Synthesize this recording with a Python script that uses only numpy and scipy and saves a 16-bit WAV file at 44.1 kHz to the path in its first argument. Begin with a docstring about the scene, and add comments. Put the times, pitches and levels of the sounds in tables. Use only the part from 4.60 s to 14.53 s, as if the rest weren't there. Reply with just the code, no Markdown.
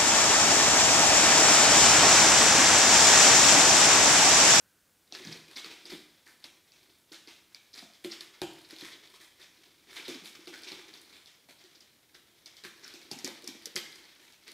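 """Two small dogs wrestle on a plank floor in a hallway, a couple of metres away.
Claws click and chatter, toes rap the planks, paws thump the boards, skid and scrape by stick and slip.
Once a body bumps the door and its latch rattles; later a plastic appliance shell clatters.
Bare walls ring for about half a second over a faint hiss."""
import sys
import numpy as np
from scipy import signal
from scipy.fft import rfft, irfft
from scipy.io import wavfile
from scipy.ndimage import uniform_filter1d

SR = 44100
rng = np.random.default_rng(int(sys.argv[2]) if len(sys.argv) > 2 else 0)


def int16_out(signal):
    """Quantize to a 16-bit WAV file."""
    q = np.round(np.clip(np.atleast_2d(signal).T, -1, 1) * 32767)
    wavfile.write(sys.argv[1], SR, q.astype(np.int16))


N = 437913

# Paw skids. Each row: start in seconds, level in dB, gritty treble in dB, rise time in seconds.
SKID_EVENTS = [(.550, -49, -27, 0.0088), (.635, -51, -23, 0.032), (0.709, -49, -15, 0.017),
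               (.905, -54, -12, 0.018), (.963, -44, -7, 0.012), (1.044, -45, -29, 0.011),
               (1.10, -49, -29, 0.015), (1.298, -45.5, -10.5, 0.021), (1.659, -58, -2, 0.025),
               (1.843, -51, -14, 0.0091), (2.524, -50.5, -5, 0.01), (2.673, -53.5, -13, 0.029),
               (3.14, -54, -4, 0.024), (3.175, -52, -8, 0.012), (3.444, -46.5, 2, 0.0073),
               (3.5, -48.5, -24, 0.019), (3.607, -49.5, -6, 0.013), (4.231, -47.5, -9, 0.023),
               (4.535, -54, -4, 0.012), (4.6, -55.5, -2, 0.021), (4.796, -53, -9, 0.018),
               (5.319, -53.5, 0, 0.028), (5.366, -50, -22, 0.013), (5.481, -53, 8.5, 0.0089),
               (5.635, -54, 2.5, 0.021), (5.875, -52.5, -5, 0.0077), (5.925, -48, -27, 0.021),
               (6.068, -46, -24, 0.015), (6.118, -49.5, -26, 0.011), (6.175, -53, -18, 0.013),
               (6.339, -59.5, -2, 0.011), (6.505, -56.5, -20, 0.034), (6.888, -54, -5, 0.013),
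               (7.545, -55.5, -13, 0.01), (8.038, -48.5, -10, 0.018), (8.229, -54, -11, 0.023),
               (8.514, -47.5, -4, 0.01), (8.569, -54, -17, .014), (8.665, -46, -4, 0.0086),
               (8.876, -45, -19, 0.0043), (9.355, -54.5, -5, 0.007), (9.596, -60.5, -4, 0.035),
               (9.88, -51, -11, 0.0066)]
# Floorboard modes under a paw. Each row: pitch ratio, width in Hz, level in dB.
BOARD_MODES = [(.88, 50.6, -25), (1.02, 58.7, 13.5), (1.15, 60, -12), (2.3, 300, -8)]
# Spectrum of a sliding paw. Each row: frequency in Hz, level in dB.
RASP_SPECTRUM = [(150, -18), (350, -5), (560, -9.5), (950, -6), (1250, -6.5), (1700, -2.5), (2250, 1.5),
                 (2750, -5.5), (3300, 0.5), (4500, -2.5), (5600, -4), (7000, -13), (11000, -21.5),
                 (15500, -23.5)]
SPOT_SCATTER = 0.14  # relative spread of plank pitch from spot to spot


def undb(db):
    return 10 ** (np.asarray(db) / 20)


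def unit(x):
    """Scale to rms 1."""
    return x / np.sqrt(np.mean(x ** 2))


def crest(x, size):
    """Scale the loudest `size` samples to rms 1."""
    return x / np.sqrt(uniform_filter1d(x ** 2, size, mode="constant").max())


def add(track, start_s, x):
    """Mix x into the track."""
    i = int(np.clip(start_s * SR, 0, N - 1))
    track[i:i + len(x)] += x[:N - i]


def band(x, lo_hz, hi_hz, order=3):
    """Butterworth band-pass."""
    edges_hz = np.clip([lo_hz, max(hi_hz, 1.1 * lo_hz)], [20, 30], [18000, 20000])
    return signal.sosfilt(signal.butter(order, edges_hz, "band", fs=SR, output="sos"), x)


def ring(x, hz, width_hz):
    """One resonance, gain 1 at its centre."""
    return signal.lfilter(*signal.iirpeak(min(hz, SR / 2.2), max(hz / width_hz, .5), fs=SR), x)


def body(x, modes):
    """Ring a set of modes; dB sets the energy of each."""
    return sum(undb(db) * ring(x, hz, width_hz) / np.sqrt(width_hz) for hz, width_hz, db in modes)


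def colour(x, spectrum):
    """Filter by (Hz, dB) points."""
    hz, db = np.transpose(spectrum)
    bins_hz = np.maximum(np.fft.rfftfreq(len(x), 1 / SR), 1)
    return irfft(rfft(x) * undb(np.interp(np.log(bins_hz), np.log(hz), db)), len(x))


def jitter(count):
    """Normal draws clipped to +-2."""
    return np.clip(rng.standard_normal(count), -2, 2)


def uneven(rows, spread_db):
    """Shift the dB that ends each row at random."""
    return [(*row[:-1], row[-1] + spread_db * z) for row, z in zip(rows, jitter(len(rows)))]


def sway(spread_db, size):
    """Gain gliding to a new random level every `size` samples."""
    levels_db = spread_db * jitter(N // size + 2)
    return undb(np.interp(np.arange(N) / size, np.arange(len(levels_db)), levels_db))


def grit(count, spread_db, size=32):
    """Stick and slip: noise whose strength jumps every `size` samples."""
    slips = undb(spread_db * jitter(count // size + 1))
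    return unit(rng.standard_normal(count) * np.repeat(slips, size)[:count])


def strike(count, chatter_s):
    """A firm first contact, then a fading chatter of small ones."""
    t = np.arange(count) / SR
    force = grit(count, spread_db=2.5) * np.exp(-t / chatter_s)
    force[0] = 1.6
    return force


def hiss(level_db=-67.5):
    """Faint steady background noise."""
    # Each row: frequency in Hz, level in dB.
    spectrum = [(25, -21), (81, -6.5), (270, -6), (750, -13.5), (1080, -14.5), (13600, -17.5),
                (15500, -19.5)]
    return undb(level_db) * unit(colour(rng.standard_normal(N), spectrum))


def fading_ring(hz=1520, width_hz=400, level_db=-72.5, t60_s=1.8):
    """A faint mid-pitched ring dies away from the start."""
    tone = unit(ring(ring(rng.standard_normal(N), hz, width_hz), hz, width_hz))
    return undb(level_db) * tone * np.exp(-np.log(1000) * np.arange(N) / SR / t60_s)


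def nail_ring(force, hz):
    """A claw rings for a few cycles: a bright ping."""
    return band(ring(force, hz, width_hz=1140), 0.694 * hz, 1.335 * hz)


def claws(count=2048):
    """Claws hit, chatter and ring. Returns the direct sound and the feed to the walls."""
    # Each row: start in seconds, level in dB, chatter time in seconds, wall feed in dB, ring in Hz.
    hits = [(0.524, -35, 0.0012, -2, 4650), (0.5505, -36, 0.00067, -24, 4370),
            (.65, -41.5, .0007, -8, 5070), (.673, -40, .0009, 0.5, 4570), (.726, -37, 0.0021, -5, 4750),
            (.9629, -41.5, .0036, 7.5, 4470), (0.9818, -39.5, .0026, 1.5, 3450),
            (1.0453, -37.5, .0009, -8, 4150), (1.2548, -41, 0.003, 2.5, 4470),
            (1.841, -39, 0.0036, -5, 4400), (2.1198, -52, 0.00091, 2, 4800), (2.519, -45.5, .0019, 1, 4370),
            (2.5432, -46, .0016, 3.5, 4250), (2.6739, -45.5, 0.0012, 0, 4230),
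            (2.9469, -39, 0.0011, -4.5, 4650), (3.175, -49, 0.0037, -3, 4620),
            (3.221, -47, 0.00077, 4.5, 4460), (3.336, -52.5, .0007, 4.5, 4160),
            (3.4462, -37.5, 0.002, -1.5, 4050), (3.5193, -49.5, .0044, 12.5, 4660),
            (3.6078, -36.5, 0.0012, -9, 4340), (3.8169, -31, .0014, -0.5, 4100),
            (4.1081, -42, 0.0024, 2, 4400), (4.163, -46.5, .0007, -1, 3600), (4.186, -45, .0025, 6, 4370),
            (4.2104, -38.5, 0.00097, -4, 3980), (4.474, -53, .0006, -6, 4200),
            (4.5419, -55, 0.0024, 2, 3600), (4.8161, -49, .0014, 5.5, 3680), (5.366, -39.5, .003, 0, 3750),
            (5.453, -45, 0.0046, 1, 3800), (5.4817, -37, 0.0017, 4.5, 3900), (5.5453, -44, .0015, -1, 4100),
            (5.658, -41.5, .0025, 2.5, 3940), (5.8726, -41.5, 0.0012, 1, 4080),
            (6.034, -42.5, 0.0015, 3.5, 4410), (6.119, -38, 0.0027, -14, 4300),
            (6.338, -45, 0.0042, -6, 4000), (6.372, -53, .0012, -2, 4900),
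            (6.6592, -48, 0.00095, 3.5, 4630), (6.672, -52.5, .0012, 4.5, 4200),
            (7.0396, -51.5, 0.00088, 5, 5100), (7.2059, -51, 0.0036, 1, 4940),
            (7.546, -52, .002, 2.5, 4770), (7.8587, -44, 0.0059, 0.5, 4740), (7.968, -47, .001, 3.5, 4240),
            (8.038, -43, .0011, 2.5, 4600), (8.051, -44, 0.0021, -10, 4250),
            (8.2785, -43, 0.00098, -7, 4800), (8.3385, -45, .0014, 6, 4800),
            (8.5142, -32, .0007, -4.5, 5000), (8.5885, -40.5, 0.00055, -1, 5270),
            (8.6456, -30, 0.0007, -4, 5450), (8.6754, -38, 0.0032, -13, 5110),
            (8.8427, -44.5, .0007, -9, 5600), (8.876, -32, 0.0025, -1.5, 5130),
            (9.0571, -32, 0.0012, -7, 5020), (9.1575, -31, 0.00016, 0, 6300), (9.1612, -30, .0037, 1, 4570),
            (9.356, -50, .0021, -4, 4950), (9.724, -54, .0011, 4.5, 4290), (9.879, -47.5, 0.0013, -8, 4860)]
    # Treble tick over the scene. 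Each row: time in seconds, level against the nail in dB.
    tick_curve = [(0.55, -37), (1.0, -22), (3.15, -15), (3.9, -9.5), (5.5, -19), (7.1, -15), (8.1, -12),
                  (8.6, -8.5), (9.9, -6)]
    # Modes of the plank's hard top layer. Each row: frequency in Hz, width in Hz, level in dB.
    plank_modes = [(686, 560, -4.5), (2190, 220, 3.5), (3400, 350, 0), (5000, 1000, 7)]
    direct, to_walls = np.zeros((2, N))
    t, impulse = np.arange(count) / SR, signal.unit_impulse(count)
    for start_s, db, chatter_s, wall_db, hz in hits:
        force = strike(count, chatter_s)
        force += 0.13 * grit(count, spread_db=4.5) * np.exp(-t / 0.011)  # neighbouring toes
        nail = crest(nail_ring(force, hz), size=64)
        tick_db = np.interp(start_s, *np.transpose(tick_curve))
        treble = ring(band(force, 6300, 14000, order=2), hz=8400, width_hz=3700)
        tick = undb(tick_db) * crest(treble, size=64)
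        spot = np.exp(SPOT_SCATTER * rng.standard_normal())
        modes = [(spot * mode_hz, width_hz, mode_db) for mode_hz, width_hz, mode_db in plank_modes]
        plank = undb(-13.5) * crest(body(force, modes), size=64)
        add(direct, start_s, undb(db) * (nail + tick + plank))
        # The plank radiates all round, so the walls get a broader spectrum.
        broad = undb(-4) * unit(ring(impulse, hz, width_hz=5600))
        broad += undb(-5.5) * unit(body(impulse, modes))
        broad = band(broad, 380, 5350, order=2)
        broad += undb(tick_db - 9.5) * unit(band(impulse, 11700, 13000, order=1))
        add(to_walls, start_s, undb(db + wall_db) * np.std(nail) * broad)
    return direct, to_walls


def knocks(count=4096):
    """A firm toe raps the plank: a short woody note with one overtone."""
    # Each row: start in seconds, level in dB, plank pitch in Hz.
    raps = [(.524, -50.5, 746), (0.55, -48, 1700), (2.946, -51, 2230), (3.226, -52, 684),
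            (3.446, -40, 2070), (4.109, -52, 1900), (4.54, -56.5, 1020), (5.365, -53.5, 1090),
            (5.872, -53, 740), (6.118, -51, 895), (6.888, -58, 587), (8.251, -49, 1530),
            (8.513, -45.5, 810), (8.676, -45.5, 530), (8.646, -42, 2150), (9.88, -47, 2220)]
    # Plank modes. Each row: pitch ratio, width as a share of the pitch, level in dB.
    rap_modes = [(1, 0.14, 5), (1.55, 0.18, -8.5)]
    out, t = np.zeros(N), np.arange(count) / SR
    for start_s, db, hz in raps:
        force = strike(count, chatter_s=0.0016) + 0.091 * rng.standard_normal(count) * np.exp(-t / 0.01)
        wood = body(force, [(ratio * hz, share * hz, mode_db) for ratio, share, mode_db in rap_modes])
        add(out, start_s, undb(db) * crest(band(wood, 0.55 * hz, 2.25 * hz, order=2), size=128))
    return out


def board_at(hz):
    """Floorboard modes tuned to a pitch."""
    return [(ratio * hz, width_hz, db) for ratio, width_hz, db in BOARD_MODES]


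def paws(count=8192, load_s=0.004):
    """A soft pad loads the board; lower, heavier landings shake the subfloor harder."""
    # Each row: time in seconds, level in dB, board pitch in Hz.
    landings = [(0.526, -52, 312), (0.6, -52, 340), (0.652, -49, 235), (0.669, -42, 188), (0.689, -44, 177),
                (0.722, -49, 184), (0.754, -51, 155), (1.059, -50.5, 338), (1.25, -54, 350),
                (1.32, -42, 338), (1.326, -49, 170), (1.333, -42.5, 295), (1.385, -55, 375),
                (2.516, -50, 304), (2.674, -51, 347), (3.228, -49.5, 227), (3.446, -36, 305),
                (3.456, -39, 355), (4.125, -48, 317), (4.223, -46, 327), (5.483, -39.5, 345),
                (5.495, -42.5, 325), (5.549, -44, 254), (5.62, -51.5, 219), (5.787, -50, 330),
                (5.874, -45, 348), (6.118, -45.5, 338), (6.186, -55, 373), (7.037, -58.5, 364),
                (8.048, -47.5, 312), (8.342, -49.5, 347), (8.515, -43, 258), (8.562, -48, 235),
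                (8.644, -38.5, 268), (8.679, -44.5, 355), (8.835, -48, 344), (8.885, -42, 270),
                (8.951, -47, 300), (9.07, -48, 370), (9.154, -43, 360), (9.169, -45, 342)]
    subfloor_hz, subfloor_width_hz, subfloor_db_per_octave = 184, 19, -9
    out, t = np.zeros(N), np.arange(count) / SR
    # Every skid opens with a light footfall.
    footfall_db, footfall_hz = -7.5, 343
    footfalls = [(time_s, db + footfall_db, footfall_hz * np.exp(SPOT_SCATTER * rng.standard_normal()))
                 for time_s, db, _, _ in SKID_EVENTS]
    for time_s, db, hz in list(landings) + footfalls:
        push = grit(count, spread_db=-3) * t * np.exp(-t / load_s)
        subfloor_db = -5 + subfloor_db_per_octave * np.log2(hz / subfloor_hz)
        thump = body(push, [(subfloor_hz, subfloor_width_hz, subfloor_db)] + board_at(hz))
        thump = band(thump, 134, 443, order=2)  # board too small for deep bass, pad too soft for treble
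        add(out, time_s - .003, undb(db) * crest(thump, size=128))
    return out


def skids(count=16000):
    """Claws drag over embossed grain in a swell of tiny slips, ringing nail and plank."""
    out = np.zeros(N)
    for start_s, db, grit_db, rise_s in SKID_EVENTS:
        slips = grit(count, spread_db=3.5, size=130)
        claw_hz, spot_hz = rng.uniform(2350, 5900), rng.uniform(1530, 2780)
        nail = undb(-16) * unit(band(ring(slips, claw_hz, width_hz=940), 3000, 5800))
        plank = undb(-14) * unit(ring(slips, spot_hz, width_hz=280))
        sand = undb(grit_db - 9) * unit(ring(band(slips, 4200, 16000, order=2), hz=8400, width_hz=9600))
        rasp = undb(-1.5) * unit(colour(slips, uneven(RASP_SPECTRUM, spread_db=1.6)))
        u = np.arange(count) / SR / rise_s
        pressure = u * np.exp(1 - u)
        add(out, start_s - .004, undb(db) * (rasp + nail + plank + sand) * pressure)
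    return out


def tussle(rise_db_per_s=255, fall_db_per_s=34.5, fidget_db=-72.5):
    """The dogs' effort as a gain: bouts flare, hold and settle towards a steady fidget."""
    # Each row: start in seconds, end in seconds, level in dB.
    bouts = [(0.55, 0.588, -54), (1.004, 1.152, -59), (2.13, 2.286, -68), (3.606, 4.022, -62.5),
             (4.11, 4.296, -58), (4.944, 5.11, -65), (5.284, 5.34, -57), (5.352, 5.532, -55),
             (5.7, 6.3, -57), (6.966, 7.115, -66), (7.704, 7.955, -68), (8.18, 9.006, -59.5),
             (9.153, 9.396, -59), (9.876, 9.93, -57.5)]
    t = np.arange(N) / SR
    bouts_db = [db - rise_db_per_s * np.maximum(start_s - t, 0) - fall_db_per_s * np.maximum(t - end_s, 0)
                for start_s, end_s, db in bouts]
    floor_db = np.where(t > bouts[0][0], fidget_db, -np.inf)
    return undb(np.max(bouts_db + [floor_db], axis=0))


def shuffle(touches_per_s=35, chatter_s=0.0024):
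    """Feet and fur rub, stray claws tap or graze, weight shifts on the boards."""
    rub = unit(colour(grit(N, spread_db=4, size=400) * sway(spread_db=3, size=600), RASP_SPECTRUM))
    touches = (rng.random(N) < touches_per_s / SR) * rng.uniform(.3, 1, N) ** 2
    chatter = signal.lfilter([1], [1, -np.exp(-1 / (chatter_s * SR))], touches) * rng.standard_normal(N)
    taps = unit(band(ring(chatter, hz=3100, width_hz=2400), 3750, 5070))
    grazes = unit(ring(touches * rng.standard_normal(N), hz=9500, width_hz=3300))
    load = rng.standard_normal(N) * sway(spread_db=5, size=1024)
    boards = unit(band(body(load, board_at(hz=325)), 113, 700))
    return tussle() * (rub + undb(-8.5) * taps + undb(-16.5) * grazes + undb(-9.5) * boards)


def scratches(length_s=0.02):
    """A claw dragged along the grain rings as long as it slips."""
    # Each row: start in seconds, level in dB, ring in Hz.
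    drags = [(.956, -46, 4640), (1.294, -50, 4300), (3.13, -50.5, 4700), (3.178, -49, 4250),
             (3.51, -42.5, 4680), (4.325, -53.5, 3900), (5.45, -50, 3820), (6.072, -53, 4440),
             (6.985, -64, 4700), (7.147, -60.5, 4850), (7.214, -64, 5050), (8.235, -50.5, 5400)]
    out, count = np.zeros(N), int(length_s * SR)
    swell = np.sin(np.linspace(0, np.pi, count))
    for start_s, db, hz in drags:
        add(out, start_s, undb(db) * unit(nail_ring(grit(count, spread_db=5) * swell, hz)))
    return out


def scrapes(width_hz=270, glide=0.024):
    """A loaded pad slides and rings the plank hollowly; the note sinks as the paw slows."""
    # Each row: start in seconds, level in dB, plank pitch in Hz, length in seconds.
    slides = [(1.664, -56, 1710, 0.049), (4.24, -53, 1990, 0.059), (5.362, -46, 2050, 0.02),
              (5.392, -47, 2240, 0.021), (5.929, -53, 1750, 0.036), (6.063, -52, 2410, 0.03)]
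    out = np.zeros(N)
    for start_s, db, hz, length_s in slides:
        count = int(length_s * SR)
        u, slips = np.linspace(0, 1, count), grit(count, spread_db=11)
        early = ring(slips, hz * (1 + glide), width_hz)
        late = ring(slips, hz * (1 - glide), width_hz)
        hollow = band((1 - u) * early + u * late, 0.59 * hz, 1.6 * hz, order=2)
        add(out, start_s, undb(db) * unit(hollow) * np.sin(np.pi * u))
    return out


def door_bump(start_s=3.818, level_db=-32.5):
    """A dog knocks once against the hollow door, which rings."""
    # Each row: frequency in Hz, width in Hz, level in dB.
    door_modes = [(80, 50, -24), (177, 68, -5.5), (330, 22, 0), (360, 23, 4), (452, 32, -22),
                  (574, 110, -5.5), (695, 33, -7.5), (780, 71, -5), (885, 48, -6), (954, 26, -9)]
    out = np.zeros(N)
    thud = band(body(signal.unit_impulse(16384), door_modes), 45, 880, order=6)
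    add(out, start_s, undb(level_db) * crest(thud, size=256))
    return out


def rattle(modes, start_s, level_db, fade_s=0.022, mean_gap_s=0.0043, contacts=8):
    """A loose part clatters: uneven, fading contacts, each favouring other modes."""
    out = np.zeros(N)
    gaps_s = mean_gap_s * (.5 + rng.random(contacts))
    for lag_s in np.cumsum(gaps_s) - gaps_s[0]:
        contact = body(strike(4096, chatter_s=0.00046), uneven(modes, spread_db=4.5))
        contact = crest(band(contact, 1030, 7000, order=2), size=128)
        add(out, start_s + lag_s, undb(level_db) * np.exp(-lag_s / fade_s) * contact)
    return out


def latch_rattle():
    """The door bump shakes the latch."""
    # Each row: frequency in Hz, width in Hz, level in dB.
    latch_modes = [(1670, 290, 3), (2430, 260, 4), (3060, 230, -3)]
    return rattle(latch_modes, start_s=3.817, level_db=-40.5)


def shell_rattle():
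    """A bumped appliance's plastic shell clatters."""
    # Each row: frequency in Hz, width in Hz, level in dB.
    shell_modes = [(2100, 190, 11), (2400, 260, 5), (3170, 260, 6), (3850, 620, 0), (4560, 450, 4),
                   (6100, 1400, -8)]
    return rattle(shell_modes, start_s=9.163, level_db=-32.5)


def hallway(x):
    """Dense wall echoes build up within milliseconds; the top treble dies first."""
    # Each row: frequency in Hz, reverberation time in seconds, level in dB.
    hall_bands = [(120, 0.52, 3), (318, 0.51, 3), (696, 0.56, 2), (1350, 0.79, 0), (1990, 0.8, -3),
                  (3680, 0.53, 3.5), (4460, 0.58, -1.5), (8700, 0.56, 3), (14300, 0.32, 5)]
    t = np.arange(SR) / SR
    hz, t60_s, db = np.transpose(hall_bands)
    noise = rfft(rng.standard_normal(SR))
    band_index = np.interp(np.log(np.arange(len(noise)) + 1), np.log(hz), np.arange(len(hz)))
    echoes = np.zeros(SR)
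    for k in range(len(hz)):
        band_noise = irfft(noise * np.maximum(1 - abs(band_index - k), 0), SR)
        echoes += undb(db[k]) * band_noise * np.exp(-np.log(1000) * t / t60_s[k])
    echoes *= np.clip((t - .003) / 0.0046, 0, 1)
    echoes *= 1 + 0.37 * np.exp(-((t - .018) / 0.0057) ** 2)  # early cluster off door and near wall
    return signal.fftconvolve(x, echoes / np.sqrt(SR * 0.028))[:N]


def scattered_echoes(x, patterns=6, change_s=.011):
    """Paws stand on different spots, so successive sounds crossfade through several echo patterns."""
    turn = np.arange(N) / SR / change_s
    distances = [abs((turn - k + 1) % patterns - 1) for k in range(patterns)]
    return sum(hallway(x * np.cos(np.pi / 2 * np.minimum(d, 1))) for d in distances)


def wall_resonance(echoes):
    """A narrow resonance lingers between the walls."""
    # Each row: frequency in Hz, width in Hz, gain in dB.
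    wall_modes = [(3150, 70, -10)]
    return sum(undb(db) * ring(echoes, hz, width_hz) for hz, width_hz, db in wall_modes)


def scene():
    """Direct sound plus wall echoes over the hiss, the same in both channels."""
    clicks, clicks_to_walls = claws()
    thumps = paws()
    rubbing = skids() + shuffle() + scrapes()
    dragging, wood = scratches(), knocks()
    door, clatter = door_bump(), latch_rattle() + shell_rattle()
    direct = clicks + thumps + rubbing + dragging + wood + door + clatter
    bright_feed = (clicks_to_walls + undb(-4.5) * rubbing + undb(-8.5) * dragging
                   + undb(-7.5) * clatter + undb(-3.5) * wood)
    low_feed = undb(-7.5) * thumps + undb(-3.5) * door
    echoes = scattered_echoes(bright_feed) + hallway(low_feed)
    return np.tile(direct + echoes + wall_resonance(echoes) + hiss() + fading_ring(), (2, 1))


def record(dry):
    """Steep low-pass on the top treble."""
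    top_hz = 15600
    return signal.sosfilt(signal.ellip(10, .2, 70, top_hz, fs=SR, output="sos"), dry)


dry = scene()
out = record(dry)
int16_out(out)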